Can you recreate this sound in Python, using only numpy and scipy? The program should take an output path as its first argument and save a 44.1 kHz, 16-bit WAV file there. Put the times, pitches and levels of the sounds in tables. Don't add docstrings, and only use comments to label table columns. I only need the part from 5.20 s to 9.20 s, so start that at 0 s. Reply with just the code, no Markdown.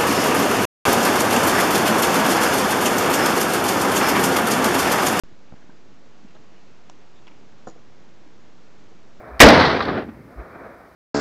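import sys
import numpy as np
from scipy import signal
from scipy.fft import rfft, irfft
from scipy.io import wavfile
from scipy.ndimage import uniform_filter1d

SR = 44100
rng = np.random.default_rng(int(sys.argv[2]) if len(sys.argv) > 2 else 0)


def dump(signal):
    limited = np.clip(np.atleast_2d(signal).T, -1, 1)
    pcm = np.round(limited * 32767).astype(np.int16)
    wavfile.write(sys.argv[1], SR, pcm)


N = 176400
TIME = np.arange(N) / SR


def gain(db):
    return 10 ** (np.asarray(db) / 20)


def normalize(x):
    return x / np.sqrt(np.mean(x ** 2))


def noise(colour, tilt_db=0):
    hz, db = np.array(colour).T
    octave = np.log2(np.fft.rfftfreq(N, 1 / SR) + 1)
    shape_db = np.interp(octave, np.log2(hz), db)
    shape_db += tilt_db * np.clip(octave, np.log2(hz[0]), np.log2(hz[-1]))
    return normalize(irfft(rfft(rng.standard_normal(N)) * gain(shape_db), N))


def fade(fade_s):
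    return np.exp(-np.log(1000) * np.minimum(TIME / fade_s, 10))


def ring(tones):
    return sum(gain(db) * fade(fade_s) * np.sin(2 * np.pi * hz * TIME) for hz, db, fade_s in tones)


def arch(length_s):
    return np.sin(np.pi * np.minimum(np.arange(int(length_s * SR) + 2) / (length_s * SR), 1))


def add(out, start_s, sound):
    i = max(int(start_s * SR), 0)
    out[i:i + len(sound)] += sound[:N - i]


# (frequency [Hz], relative level [dB])
BACKGROUND_COLOUR = [(15, -33.5), (25, -13), (30, -15.5), (33, -16), (129, -6), (190, -3.5), (219, -5),
                     (266, -5.5), (300, -5.5), (392, -8), (605, -12), (733, -13), (980, -15.5),
                     (1050, -15.5), (3280, -24.5), (6760, -29.5), (8000, -30.5), (10400, -57),
                     (17600, -120)]
# (pitch [Hz], level [dB])
STEADY_TONES = [(194, -70), (4387, -86.5), (6665, -87)]
def background(level_db=-53, waver_db=0.27):
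    drift = uniform_filter1d(rng.standard_normal(N), size=3000)
    waver = normalize(uniform_filter1d(drift, size=3000))
    tones = sum(gain(db) * np.sqrt(2) * np.sin(2 * np.pi * (hz * TIME + rng.random()))
                for hz, db in STEADY_TONES)
    return noise(BACKGROUND_COLOUR) * gain(level_db + waver_db * waver) + tones


# (frequency [Hz], relative level [dB])
ECHO_COLOUR = [(100, -0.5), (400, -2.5), (1200, -7.5), (3000, -12.5), (8000, -6)]
def with_room_echo(sound, echo_db=-13.5, fade_s=0.23, delay_s=0.0056):
    tail = noise(ECHO_COLOUR) * fade(fade_s) * (TIME > delay_s)
    tail /= np.sqrt(np.sum(tail ** 2))
    return sound + gain(echo_db) * signal.fftconvolve(sound, tail)[:N]


# (time [s], level [dB], pitch [Hz], length [cycles])
FINGER_BUMPS = [(0.121, -40.5, 125, 1.5), (0.3226, -31.5, 150, 1.05), (0.3375, -34.5, 172, 1.5),
                (0.4896, -39.5, 238, 2.7), (1.0433, -37, 216, 3.6), (1.101, -44, 190, 3.5),
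                (1.149, -46.5, 362, 6.4), (3.058, -47.5, 278, 5.66), (3.712, -47.5, 447, 7.73)]
def camera_bumps():
    out = np.zeros(N)
    for start, db, hz, cycles in FINGER_BUMPS:
        swell = arch(cycles / hz) ** 2
        rocking = np.cos(2 * np.pi * (hz * TIME[:len(swell)] - cycles / 2))
        add(out, start, gain(db) * swell * rocking)
    return out


# (time [s], level [dB])
SLIDE_LEVELS = [(.95, -75), (1.13, -71), (1.37, -66.5), (1.65, -69.5), (1.95, -70.5), (2.3, -74)]
# (frequency [Hz], relative level [dB])
LEATHER_COLOUR = [(500, -19), (2400, 2), (2800, 6), (3150, -9), (6800, -6.5), (8500, -11)]
def strap_slide():
    times, db = np.array(SLIDE_LEVELS).T
    sliding = (TIME > times[0]) & (TIME < times[-1])
    return noise(LEATHER_COLOUR) * gain(np.interp(TIME, times, db)) * sliding


# (time [s], length [s], level [dB], pitch [Hz], filter width [share of pitch])
STRAP_RUBS = [(0.321, 0.0033, -48, 1300, 0.42), (0.3234, 0.0036, -39.5, 476, 0.58),
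              (0.3385, 0.0028, -41.5, 616, 1.0), (0.35, .03, -62, 1490, .5),
              (0.417, 0.019, -59.5, 1530, 0.33), (0.4926, 0.0076, -49, 895, 0.11),
              (.493, 0.017, -54.5, 1570, 0.17), (1.07, 0.027, -65, 2680, 0.09),
              (1.104, .012, -57.5, 2190, 1.3), (1.32, 0.1, -67.5, 2870, .1), (1.147, .028, -49.5, 640, 1.2),
              (1.146, 0.013, -57.5, 2870, 1.1), (1.938, .07, -65.5, 3550, .15),
              (2.0698, 0.0047, -47.5, 2950, 0.34), (2.075, 0.015, -49, 2320, 0.42),
              (2.07, .02, -52, 950, 0.44), (2.078, 0.0067, -56.5, 4820, 0.24),
              (2.113, 0.01, -56, 2130, 0.38)]
def strap_scuffs(slips_per_s=3300, spread_db=4.5):
    out = np.zeros(N)
    slips = (rng.random(N) < slips_per_s / SR) * rng.choice([-1, 1], N)
    friction = slips * gain(spread_db * rng.standard_normal(N))
    for start, length, db, hz, width in STRAP_RUBS:
        swell = arch(length)
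        band = signal.iirpeak(hz, 1 / width, fs=SR)
        rub = signal.lfilter(*band, signal.lfilter(*band, friction))[int(start * SR):]
        scuff = normalize(swell * rub[:len(swell)]) * np.sqrt(np.mean(swell ** 2))
        add(out, start, gain(db) * scuff)
    return out


# (time [s], level [dB], brightness [dB per octave])
METAL_CLICKS = [(1.6978, -28.5, 2.5), (1.7008, -45, 4), (2.0701, -34, -4), (2.0742, -42, -8),
                (2.1114, -39, -3)]
# (frequency [Hz], relative level [dB])
CRACK_COLOUR = [(200, -8), (750, 19), (1450, 6), (2200, -7.5), (3100, 6.5), (4200, -4.5), (5200, -1),
                (6600, -1), (8500, -8.5)]
# (pitch [Hz], relative level [dB], fade time [s])
CASE_TONES = [(730, -9.5, 0.014), (946, -19, .025), (1430, -19.5, 0.03), (2830, -28, 0.005),
              (3200, -38, .012), (6800, -23, .008)]
def metal_clicks():
    out, case = np.zeros(N), ring(CASE_TONES)
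    for start, db, bright_db in METAL_CLICKS:
        crack = noise(CRACK_COLOUR + [(11000, -34)], bright_db) * fade(fade_s=0.009)
        add(out, start, gain(db) * (crack / 2 + case))
    return out


# (time [s], level [dB])
BUCKLE_BOUNCES = [(2.4687, -52), (2.4745, -42), (2.4814, -48), (2.4855, -44.5), (2.4896, -45.5),
                  (2.4950, -51), (2.499, -48), (2.5105, -55)]
# (pitch [Hz], relative level [dB], fade time [s])
BUCKLE_TONES = [(5650, -16, 0.0079), (6250, -15, 0.012), (6830, -11, 0.037), (6880, -8, 0.055),
                (7050, -13.5, .015)]
def buckle_chatter(tick_db=-4, pitch_spread=0.0035):
    out = np.zeros(N)
    tick_colour = [(1000, -18), (3000, -1), (6000, 8), (7200, -8), (8200, -15), (11000, -40)]
    for start, db in BUCKLE_BOUNCES:
        pitch_factor = 1 + pitch_spread * rng.standard_normal()
        metal = ring(np.array(BUCKLE_TONES) * [pitch_factor, 1, 1])
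        tick = noise(tick_colour) * fade(fade_s=0.011)
        add(out, start, gain(db) * (metal + gain(tick_db) * tick))
    return out


# (time [s], level [dB], contact time [ms])
CASE_HITS = [(2.4708, -30, 0.21), (2.4750, -52.5, 0.22), (2.4802, -39.5, 0.24), (2.4889, -46, 0.47),
             (2.5490, -51.5, 1), (2.5595, -44.5, 0.58)]
# (pitch [Hz], relative level [dB], fade time [s])
TABLE_TONES = [(130, -31, .15), (197.6, -9, 0.2), (278, -13, .22), (325, -8.5, .22), (444, -16, 0.19),
               (502, 8, 0.046), (560, -5, 0.14), (712, 7.5, 0.041), (770, -12, 0.089), (947, -11, 0.092),
               (1074, -17, 0.12), (1405, -7, 0.053), (1550, -19, 0.027)]
# (frequency [Hz], relative level [dB])
THUD_COLOUR = [(25, -14), (100, 0.5), (200, 9), (550, -2), (1400, 1), (2200, -20), (8000, -27)]
def table_knocks(thud_db=7.5, low_hz=171, high_hz=1620):
    out, table_ring = np.zeros(N), ring(TABLE_TONES)
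    for start, db, contact_ms in CASE_HITS:
        push = arch(contact_ms / 1000)
        thud = gain(thud_db) * noise(THUD_COLOUR) * fade(fade_s=0.027)
        knock = signal.fftconvolve(table_ring + thud, push / (2 * push.sum()))
        add(out, start, gain(db) * knock)
    out = signal.sosfilt(signal.butter(2, low_hz, "highpass", fs=SR, output="sos"), out)
    return signal.sosfilt(signal.butter(6, high_hz, fs=SR, output="sos"), out)


def scene():
    watch = table_knocks() + buckle_chatter() + metal_clicks() + strap_scuffs() + strap_slide()
    return (with_room_echo(watch) + camera_bumps() + background())[None]


def record(dry):
    start_s, offset = 0.036, 0.0137
    soften_hz, cutoff_hz = 7255, 8750
    abrupt = (dry + offset) * (TIME > start_s)
    softened = signal.sosfilt(signal.butter(8, soften_hz, fs=SR, output="sos"), abrupt)
    return signal.sosfilt(signal.ellip(8, .2, 70, cutoff_hz, fs=SR, output="sos"), softened)


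dry = scene()
out = record(dry)
dump(out)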